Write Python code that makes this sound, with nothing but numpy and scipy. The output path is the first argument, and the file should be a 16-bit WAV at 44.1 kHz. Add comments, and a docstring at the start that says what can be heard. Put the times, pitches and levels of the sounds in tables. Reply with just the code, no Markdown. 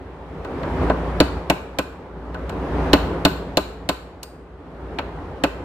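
"""Hammer and chisel at a bench vise

A steel hammer drives a chisel against a shaft yoke clamped in a bench vise, close to the microphone.
Each blow mixes bursts of noise (crack, edge, noisy thud) with fading sine waves (bench thump, steel ring).
Light taps leave the chisel free to sing, heavy blows seat it and ring the hammer head instead.
An echo of shaped noise follows; the hardest blows overload the input, which rounds off their peaks.
Behind it, shaped noise rumbles and a wavering sine hums, swelling and sinking about every two seconds."""
import sys
import numpy as np
from scipy import signal
from scipy.fft import rfft, irfft
from scipy.io import wavfile
from scipy.ndimage import uniform_filter1d

SR = 44100
rng = np.random.default_rng(int(sys.argv[2]) if len(sys.argv) > 2 else 0)


def unload_audio(sound):
    """Save the sound as a 16-bit wav file, at the path given as the first command line argument."""
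    columns = np.transpose(np.atleast_2d(sound))
    # keep every value between -1 and 1, then stretch to whole-number steps
    steps = np.round(np.clip(columns, -1, 1) * 32767)
    wavfile.write(sys.argv[1], SR, steps.astype(np.int16))


N = 248724  # length in samples

# level of the background, before rumble and hum get their own: (t/s, level/dB)
SWELL = [(0, -40.0), (0.26, -38.5), (0.85, -23.5), (0.98, -28.0), (1.17, -27.5), (1.7, -38.5),
         (2.15, -40.5), (2.87, -23.5), (3.15, -28.5), (3.75, -39.5), (4.5, -45.5), (4.95, -35.5),
         (5.35, -35.5), (5.64, -36.0)]
# colour of the rumble: (f/Hz, level per Hz/dB)
RUMBLE = [(47, -38.5), (80, 3.5), (117, -11.5), (162, 0), (227, -11), (264, -1.5), (326, -6.5), (379, -3.5),
          (459, -5.5), (645, -10.5), (833, -11), (1170, -15), (3470, -35), (6580, -49), (13000, -57),
          (15000, -75)]
# how alike the rumble is left and right, 1 = the same: (f/Hz, likeness)
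LIKENESS = [(60, 0.93), (300, 1), (700, 0.88), (1400, 0.57), (3000, 0), (7000, 0.051)]
# every blow or light tap; hardness, skid and looseness are 0 for the usual square blow:
# (t/s, force/dB, hardness of the contact/dB, skid/dB, looseness of the chisel/dB, clank f/Hz)
BLOWS = [(0.447, -34.5, -8, 0, 4, 2000), (0.632, -31, -15, 3, 4, 1800), (0.8986, -17.5, -20, 1, 0, 1800),
         (1.202, -8.5, -3, 0, 8, 4300), (1.499, -13, 0, 0, 3, 2460), (1.7864, -19, 3, -1, 0, 2460),
         (2.344, -31, -14, 0, 0, 1800), (2.494, -33, 0, -2, 0, 2500), (2.932, -7, -3, 1, -3, 4370),
         (3.2506, -9, 0, 0, -2, 4400), (3.571, -14, 4, -1, -3, 4240), (3.8897, -18, 5, -1, 1, 4240),
         (4.2304, -45, 24, -4, 0, 4800), (4.9867, -27, -7, 9, 0, 2400), (5.4369, -15.5, -1.5, 1, 0, 2600)]
# colour of the crack: (f/Hz, level per Hz/dB)
CRACK = [(500, -6), (1300, -1), (1900, -5), (2450, 5.5), (3200, -0.5), (3700, 1), (4350, -1.5), (5100, -15),
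         (7000, -24), (12000, -61)]
# colour of the contact edge: (f/Hz, level per Hz/dB)
EDGE = [(3000, -15), (5000, 2), (5900, -3.5), (7400, 4), (9400, -6.5), (11300, -3), (12200, 1), (13400, -9),
        (15300, -8), (16300, -23)]
# ringing tones of vise and bench: (f/Hz, level/dB, time to fade by 60 dB/s)
BENCH = [(67.6, -14, 0.26), (139.5, -13.5, 0.037), (184.8, -4.5, 0.091), (286.4, -1, 0.068),
         (326.4, -0.5, 0.063), (398, -10, 0.091), (465.7, -11.5, 0.095), (542, 3.5, 0.052),
         (625.3, 5.5, 0.044), (768, -8.5, 0.034), (878, -9, 0.083), (1037, -3.5, 0.053),
         (1196, -11.5, 0.067), (1339, -3, 0.038), (1498, -8, 0.071), (1603, -10.5, 0.049)]
# colour of the rough, noisy part of the thud: (f/Hz, level per Hz/dB)
NOISY_THUD = [(40, -24.5), (120, -13.5), (250, 5.5), (420, 4), (650, 4.5), (1000, -4), (1500, -8.5),
              (2000, -11), (3500, -34), (9000, -66)]
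# ringing tones of the hammer head and the seated chisel: (f/Hz, level/dB, time to fade by 60 dB/s)
STEEL = [(2480, -2, .3), (3630, -2, .25), (3900, -2, .35), (4270, -1, .25), (4365, -4, .3), (5240, -12, .3),
         (7800, -16, .3), (12025, 5, .3), (12190, 0, .18), (12300, -6, .15), (12810, -8, .23),
         (15000, -14, .18)]
# ringing tones of the chisel when it sits loosely: (f/Hz, level/dB, time to fade by 60 dB/s)
CHISEL = [(4790, -3, .45), (4900, -1, .25), (8473, -5, .5), (8600, -4, .4), (10480, -8, .3),
          (13320, -2, .2)]
# how long the workshop echo lasts: (f/Hz, time to fade by 60 dB/s)
ROOM_T60 = [(100, .5), (500, 0.4), (2000, 0.57), (4500, 0.53), (8000, 0.52), (13000, 0.42)]
# how strong the workshop echo is: (f/Hz, level/dB)
ROOM_LEVEL = [(100, -34), (400, -17), (1200, -8), (3000, -13), (7000, -13.5), (12000, -13), (14000, -33)]

# what a blow sets off: (level against its force/dB, gain per dB of hardness/dB)
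CRACK_LAW = (-7.3, .55)
EDGE_LAW = (-18, .98)
THUMP_LAW = (-1.5, 0)
NOISY_THUD_LAW = (-7, -.3)
STEEL_LAW = (-38.5, .95)
CHISEL_LAW = (-49, .95)

HUM_HZ = 59.2
CUTOFF_HZ = 16100
USUAL_FORCE_DB = -14
NOISY_THUD_PER_SKID = 0.55  # dB per dB: a skidding blow also has a stronger noisy thud
SEATING = 0.55  # dB of chisel ring damped per dB of force
THUMP_DULLING = 0.25  # dB per octave lost per dB of force: heavy blows reach the low modes of the bench
CRACK_BRIGHTENING = 0.11  # dB per octave gained per dB of hardness, lost per dB of skid


def amp(db):
    """Turns decibels into gain."""
    return 10 ** (np.asarray(db) / 20)


def unit(x):
    """Scales a sound to rms 1."""
    return x / np.sqrt(np.mean(x ** 2) + 1e-20)


def unit_hit(x):
    """Scales a hit to rms 1 over its first 25 ms."""
    return x / np.sqrt(np.mean(x[..., :SR // 40] ** 2) + 1e-20)


def read(points, hz):
    """Reads between the rows of a table, on a log-frequency axis."""
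    f, value = np.transpose(points)
    return np.interp(np.log(hz + 1), np.log(f + 1), value)


def add(mix, s, sound):
    """Mixes a sound into both channels at time s, cut off at the end of the mix."""
    start = max(round(s * SR), 0)
    part = mix[:, start:][:, :sound.shape[-1]]
    part += sound[..., :part.shape[1]]


def colour(x, points):
    """Makes each frequency of x louder or softer as a table says."""
    length = x.shape[-1]
    gain = amp(read(points, np.fft.rfftfreq(length, 1 / SR)))
    return irfft(rfft(x) * gain, length)


def wander(rate_hz):
    """Makes a random drift of rms 1 by keeping mainly the noise below rate_hz."""
    hz = np.fft.rfftfreq(N, 1 / SR)
    slow = rfft(rng.standard_normal(N)) / (1 + (hz / rate_hz) ** 4)
    return unit(irfft(slow, N))


def dying(t, t60):
    """Exponential fade that starts at t = 0 and falls by 60 dB in t60 seconds."""
    return (t >= 0) * amp(-60 * np.maximum(t, 0) / t60)


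def rumble(patch_db=1.0, flutter_db=0.3):
    """Dark uneven noise, alike in both ears in the bass and more separate in the treble."""
    frames, hz = N // 256 + 5, np.fft.rfftfreq(1024, 1 / SR)
    a, b, c, d, patches = rng.standard_normal((frames, 513, 5)).T
    # patches of louder and softer noise, smoothed over frequency and then over time
    patches = uniform_filter1d(patches, 8, 0)
    patches = unit(uniform_filter1d(patches, 10, 1))
    same = np.clip(read(LIKENESS, hz), -1, 1)[:, None]
    left = a + 1j * b
    right = same * left + np.sqrt(1 - same ** 2) * (c + 1j * d)
    spectrum = np.array([left, right]) * amp(patch_db * patches)
    noise = signal.istft(spectrum, nperseg=1024, noverlap=768)[1][:, :N]
    return unit(colour(noise, RUMBLE)) * amp(flutter_db * wander(17))


def hum(drift_hz=0.74, waver_db=2.3, blur=0.44, blur_hz=11):
    """A low sine whose pitch and level waver, in a narrow band of noise."""
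    turn = 2 * np.pi * np.cumsum(HUM_HZ + drift_hz * wander(3.2)) / SR
    line = np.sin(turn) * amp(waver_db * wander(6.6))
    narrow_noise = wander(blur_hz) * np.sin(turn) + wander(blur_hz) * np.cos(turn)
    return unit(line + blur * narrow_noise)


def burst(grain, t, spectrum, t60, rise, fresh=0.83, tilt_db=0):
    """Dense short-lived modes, as noise: part of the pattern returns at each blow, part is new."""
    tilted = [(hz, db + tilt_db * np.log2(hz)) for hz, db in spectrum]
    modes = colour(grain + fresh * rng.standard_normal(grain.shape), tilted)
    return unit_hit(modes * dying(t, t60) * (1 - np.exp(-t / rise)))


def clank(x, hz, lift_db=5, q=4):
    """The way the chisel sits favours one broad resonance of the steel."""
    favoured = signal.lfilter(*signal.iirpeak(hz, q, fs=SR), x)
    return unit_hit(x + (amp(lift_db) - 1) * favoured)


def thump(t, tilt_db, lag_s=0.001602, rise_s=0.0018, echo_s=0.0071, echo=0.28,
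          rebound_s=0.01, rebound=0.39, right_lag_s=0.00012, scatter_db=1.6):
    """The blow passes through the vise into the bench; a near surface returns it and the vise rocks back."""
    sizes = scatter_db * rng.standard_normal(len(BENCH))  # no two blows land on quite the same spot

    def boards(u):
        """The bench tones build up softly, then fade one by one."""
        u = np.maximum(u, 0)
        modes = 0
        for (hz, db, t60), size in zip(BENCH, sizes):
            level = amp(db + size + tilt_db * np.log2(hz))
            modes = modes + level * dying(u, t60) * np.sin(2 * np.pi * hz * u)
        return modes * (1 - np.exp(-u / rise_s))

    late = t - lag_s - np.array([[0], [right_lag_s]])  # the right channel hears it a little later
    return unit_hit(boards(late) + echo * boards(late - echo_s) + rebound * boards(late - rebound_s))


def ring(modes, t):
    """High steel tones: each blow stirs them differently, and each channel hears its own phase."""
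    sound = 0
    for hz, db, t60 in modes:
        level = amp(db + 2.2 * rng.standard_normal())
        wave = np.sin(2 * np.pi * (hz * t + rng.random((2, 1))))
        sound = sound + level * dying(t, t60) * wave
    return sound


def hammering():
    """Each blow is a crack, edge, thump, noisy thud and ring, mixed by its force and hardness of contact."""
    t = np.arange(int(SR * 0.45)) / SR
    brief = t[:SR // 8]
    grain = rng.standard_normal((2, len(brief)))  # the part of the pattern that returns at each blow
    out = np.zeros((2, N))
    for s, force_db, hard_db, skid_db, loose_db, clank_hz in BLOWS:
        heavy_db = force_db - USUAL_FORCE_DB
        tilt_db = CRACK_BRIGHTENING * (hard_db - skid_db)
        crack = burst(grain, brief, CRACK, t60=0.047, rise=0.00012, tilt_db=tilt_db)
        crack = clank(crack, clank_hz)
        edge = burst(grain, brief, EDGE, t60=0.037, rise=0.00018, tilt_db=min(tilt_db, 0))
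        bench = thump(brief, -THUMP_DULLING * heavy_db)
        # mostly fresh noise, so that the thud varies from blow to blow
        noisy_thud = burst(grain[0], brief, NOISY_THUD, t60=0.067, rise=0.0044, fresh=4.6)
        layers = [
            (CRACK_LAW, amp(skid_db) * crack),
            (EDGE_LAW, edge),
            (THUMP_LAW, bench),
            (NOISY_THUD_LAW, amp(NOISY_THUD_PER_SKID * skid_db) * noisy_thud),
            (STEEL_LAW, amp(-loose_db) * ring(STEEL, t)),
            (CHISEL_LAW, amp(loose_db - SEATING * heavy_db) * ring(CHISEL, t))]
        for (level_db, per_hardness), sound in layers:
            add(out, s, amp(force_db + level_db + per_hardness * hard_db) * sound)
    return out


def workshop(x, first_s=0.0084, build_s=0.01):
    """A diffuse echo: noise whose treble and bass each fade at their own speed smears every blow."""
    hz, t, z = signal.stft(rng.standard_normal((2, SR)), SR, nperseg=256)
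    t60 = read(ROOM_T60, hz)[:, None]
    strength = amp(read(ROOM_LEVEL, hz))[:, None]
    even_energy = np.sqrt(2 * np.log(1000) / (t60 * SR))  # a longer fade adds no energy
    z = z * dying(t, t60) * strength * even_energy
    tail = signal.istft(z, SR, nperseg=256)[1]
    tail_time = np.arange(tail.shape[1]) / SR
    tail = tail * np.clip((tail_time - first_s) / build_s, 0, 1)
    return signal.fftconvolve(x, tail, axes=1)[:, :N]


def scene(rumble_db=2.2, hum_db=-1.5):
    """The blows and their echo over the swelling background."""
    swell = amp(np.interp(np.arange(N) / SR, *np.transpose(SWELL)))
    background = swell * (amp(rumble_db) * rumble() + amp(hum_db) * hum())
    blows = hammering()
    return blows + workshop(blows) + background


def record(dry):
    """The input rounds off the highest peaks; then a filter removes the top of the treble."""
    held = dry / (1 + dry ** 8) ** (1 / 8)
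    lowpass = signal.firwin(511, CUTOFF_HZ, window=("kaiser", 9), fs=SR)
    return signal.oaconvolve(held, lowpass[None], "same", axes=1)


dry = scene()
out = record(dry)
unload_audio(out)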